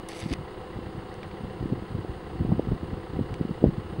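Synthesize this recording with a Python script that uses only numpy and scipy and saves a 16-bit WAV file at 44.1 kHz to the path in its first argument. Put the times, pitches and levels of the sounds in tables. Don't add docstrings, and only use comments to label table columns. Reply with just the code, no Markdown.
import sys
import numpy as np
from scipy import signal
from scipy.fft import rfft, irfft
from scipy.io import wavfile
from scipy.ndimage import map_coordinates

SR = 44100
rng = np.random.default_rng(int(sys.argv[2]) if len(sys.argv) > 2 else 0)


def inscribe(sig):
    pcm = np.round(np.clip(np.atleast_2d(sig).T, -1, 1) * 32767)
    wavfile.write(sys.argv[1], SR, pcm.astype(np.int16))


N = 176400
CYCLE_HZ = 7.83


def engine(t):
    cycles = CYCLE_HZ * (t + 0.000999 * np.cumsum(wander(0.96)) / SR)
    return clatter(cycles) + hum(cycles) + tick(cycles)


# place in the cycle from 0 to 1, relative strength in dB.
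FIRINGS = [(0.222, 12), (0.471, 13), (0.718, 13.5), (0.971, 12)]
# frequency in Hz, relative level in dB.
CLATTER_TONE = [(100, -3), (195, -9), (260, -11.5), (340, 1.5), (505, -2), (560, -8.5), (650, -10.5),
                (740, -3), (860, -9), (1050, -7.5), (1500, -16.5), (1680, -15), (2100, -18), (2450, -34.5),
                (2700, -19.5), (2950, -20), (3300, -26), (4700, -30), (5700, -52.5), (13000, -74)]

def clatter(cycles, rise_s=0.0047, decay_s=0.018, repeat_share=0.26, level_db=-43):
    knocks = 0
    for place, db in FIRINGS:
        age = (cycles - place) % 1 / CYCLE_HZ
        knocks = knocks + undb(db) * (1 - np.exp(-age / rise_s)) * np.exp(-age / decay_s)
    repeated = unit(map_coordinates(noise(), [cycles % 1 * SR / CYCLE_HZ], order=3))
    rattle = np.sqrt(repeat_share) * repeated + np.sqrt(1 - repeat_share) * noise()
    strength = 0.52 + unit(knocks)
    return undb(level_db) * unit(colour(strength * rattle, CLATTER_TONE))


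# vibrations per engine cycle, relative level in dB.
HUM_TONES = [(25, -50.5), (42, -50.5), (46, -58.5), (48, -56), (54, -60), (58, -62), (62, -58.5), (64, -53),
             (66, -55.5), (96, -58), (100, -66), (112, -67.5), (130, -62.5), (134, -66.5), (141, -67),
             (165, -63), (369, -69.5)]

def hum(cycles, gain_db=-1.5, waver_db=2):
    tones = 0
    for multiple, db in HUM_TONES:
        level = undb(db + gain_db + waver_db * wander(4))
        tones = tones + level * np.sqrt(2) * np.sin(2 * np.pi * (multiple * cycles + rng.random()))
    return tones


def tick(cycles, place=0.745, ring_hz=1950, width_s=0.0051, level_db=-64.5):
    from_tick = ((cycles - place + .5) % 1 - .5) / CYCLE_HZ
    ring = np.sin(2 * np.pi * ring_hz * from_tick + 0.68 * wander(200))
    return undb(level_db) * unit(ring * np.exp(-(from_tick / width_s) ** 2))


# time in seconds, relative level in dB.
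GUSTS = [(0, -45), (.2, -55), (.29, -43), (.36, -39.5), (.7, -50.5), (.79, -39), (.85, -44.5), (1.36, -49),
         (1.44, -35.5), (1.55, -43), (1.68, -35.5), (1.88, -41), (1.98, -38), (2.14, -46.5), (2.36, -38),
         (2.42, -31.5), (2.56, -33.5), (2.63, -37.5), (2.72, -25), (2.79, -43), (2.85, -32.5),
         (3.06, -44.5), (3.2, -31), (3.26, -37.5), (3.48, -35), (3.58, -40), (3.65, -30), (3.74, -37.5),
         (4, -42)]
# frequency in Hz, relative level in dB.
WIND_TONE = [(12, -32), (28, -5), (60, 3.5), (110, 3.5), (170, 1.5), (240, -6), (320, -5), (450, -16),
             (600, -23.5), (900, -29.5), (1500, -44), (5000, -85)]

def wind_rumble(t, gain_db=3.5, flutter_db=5.5, flutter_hz=71):
    flutter = noise() * undb(flutter_db * wander(flutter_hz))
    return unit(colour(flutter, WIND_TONE)) * undb(curve(t, GUSTS) + gain_db)


# time in seconds, strength in dB, width in ms.
SWIRLS = [(0.235, -21, 2.5), (0.2627, -18.5, 1.46), (0.312, -23, 0.96), (.320, -16, 1.38),
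          (.414, -28.5, 1.7), (0.7907, -24.5, 0.65), (.952, -28, 1.3), (1.41, -27, 1.4),
          (1.438, -27.5, 1.14), (1.481, -28, 1.1), (1.629, -25.5, 0.71), (1.659, -20, 0.97),
          (1.725, -17, 1.25), (1.733, -17, 0.78), (1.953, -18, 1.54), (2.049, -27.5, 0.59),
          (2.4, -22.5, 0.76), (2.412, -16, 1.5), (2.42, -27, 1.2), (2.451, -15, 0.83), (2.4664, -29, 1.6),
          (2.493, -21, 0.85), (2.5066, -16, 1.6), (2.519, -21, 0.39), (2.5249, -6.5, 1.7),
          (2.5355, -22, 0.88), (2.552, -17, 1.6), (2.585, -18.5, 1.34), (2.5961, -12, 0.55),
          (2.674, -21, 0.9), (2.711, -14.5, 2.8), (2.726, -19.5, 1.3), (2.736, -21, 1.7),
          (2.833, -22.5, 0.79), (3.193, -15.5, 0.72), (3.2121, -14.5, 1.5), (3.412, -16, 0.81),
          (3.453, -16.5, 1), (3.4949, -21.5, 0.83), (3.512, -15, 1.5), (3.629, -17, 0.77),
          (3.6418, -3.5, 0.6), (3.648, -17.5, .5), (3.653, -24, 0.54), (3.662, -12, 0.73),
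          (3.6907, -13, 1.5), (3.784, -16, 1.7)]

def wind_thumps(t, extra_push=0.3, wake_db=-15, wake_s=0.0077, bass_cut_hz=133):
    thumps, wake = np.zeros(N), np.zeros(N)
    for at, db, width_ms in SWIRLS:
        near = slice(max(int(at * SR) - SR // 20, 0), int(at * SR) + SR // 20)
        age = t[near] - at
        widths = age / (width_ms / 1000)
        arch = 1 - widths ** 2
        thumps[near] += undb(db) * (widths + extra_push * arch) * np.exp(arch / 2)
        wake[near] += undb(db + wake_db) * np.exp(-(age / wake_s - .5) ** 2)
    swirls = thumps + wake * unit(colour(noise(), WIND_TONE))
    return irfft(rfft(swirls) / np.sqrt(1 + (bass_cut_hz / frequencies()) ** 4), N)


# time in seconds, relative level of the mids in dB, and of the treble in dB.
SLIDE_LEVELS = [(.086, -80, -85), (.091, -43, -54), (.125, -45, -60), (.16, -43.5, -54), (.205, -42, -49),
                (.225, -40.5, -61), (.26, -51, -61), (.31, -42.5, -59), (.338, -40, -64), (.35, -78, -85)]
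# frequency in Hz, relative level in dB.
BODY_TONE = [(700, -2), (1400, -15.5), (2100, -1), (3000, -9.5), (3700, -7), (4250, -12), (4600, -6),
             (5400, -15), (5720, -15), (5950, -15), (6500, -15), (6950, -31), (7700, -15.5), (8600, -20.5),
             (9800, -15), (10400, -25), (11800, -29.5), (13000, -39), (15500, -58)]

def slide(t, split_hz=6100, gain_db=-1, grain_db=3):
    rub = rfft(colour(noise() * undb(grain_db * wander(560)), BODY_TONE))
    below_split = 1 / (1 + (frequencies() / split_hz) ** 20)
    mids = unit(irfft(rub * below_split, N)) * undb(curve(t, SLIDE_LEVELS, column=1))
    treble = unit(irfft(rub * (1 - below_split), N)) * undb(curve(t, SLIDE_LEVELS, column=2))
    touching = (t > SLIDE_LEVELS[0][0]) * (t < SLIDE_LEVELS[-1][0])
    return undb(gain_db) * (mids + treble) * touching


# start in seconds, relative level in dB, fade time in seconds, brightness in dB per octave.
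GRIP_CLICKS = [(.0872, -31, .002, 10), (.328, -31, .002, 2), (0.3354, -24.5, 0.002, -0.5),
               (0.338, -38, 0.0014, -7), (1.141, -43.5, 0.0023, 1), (1.231, -40, .004, -7),
               (1.313, -47, 0.0036, -10), (2.748, -53, 0.0022, 5), (3.341, -36, 0.0025, -1.5)]

def grip_clicks(t, pivot_hz=3900):
    octaves = np.clip(np.log2(frequencies() / pivot_hz), -1, 2)
    spectrum = 0
    for start, db, fade_s, brightness in GRIP_CLICKS:
        burst = noise() * (t >= start) * np.exp(-np.abs(t - start) / fade_s)
        spectrum = spectrum + rfft(burst) * undb(db + brightness * octaves)
    return colour(irfft(spectrum, N), BODY_TONE)


# frequency in Hz, relative level in dB.
HISS_TONE = [(100, -4), (1000, 1), (2400, -8), (3800, -10.5), (4900, -13), (5400, -20.5), (5720, -28.5),
             (6100, -22), (8400, -23.5), (8720, -8.5), (9050, -27), (9600, -19), (10300, -30),
             (12500, -34.5), (15000, -44.5)]

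def background(t, hiss_db=-53.5, whine_db=-75, whine_hz=15677):
    hiss = undb(hiss_db) * unit(colour(noise(), HISS_TONE))
    return hiss + undb(whine_db) * np.sqrt(2) * np.sin(2 * np.pi * whine_hz * t)


def undb(db):
    return 10 ** (np.asarray(db) / 20)


def unit(x):
    return x / np.sqrt(np.mean(x ** 2))


def curve(t, table, column=1):
    rows = np.array(table)
    return np.interp(t, rows[:, 0], rows[:, column])


def frequencies():
    return np.maximum(np.arange(N // 2 + 1) * SR / N, 1)


def colour(x, tone):
    hz, db = np.array(tone).T
    gain = unit(undb(np.interp(np.log(frequencies()), np.log(hz), db)))
    cepstrum = irfft(np.log(gain), N)
    fold = 1 + np.sign(N // 2 - np.arange(N))
    fold[0] = 1
    return irfft(rfft(x) * np.exp(rfft(cepstrum * fold)), N)


def noise():
    return rng.standard_normal(N)


def wander(rate):
    return unit(irfft(rfft(noise()) / (1 + (2 * frequencies() / rate) ** 4), N))


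def scene():
    t = np.arange(N) / SR
    return (engine(t) + wind_rumble(t) + wind_thumps(t) + slide(t) + grip_clicks(t) + background(t))[None]


def record(dry, top_hz=15900):
    return signal.sosfilt(signal.ellip(10, .1, 80, top_hz, fs=SR, output="sos"), dry)


dry = scene()
out = record(dry)
inscribe(out)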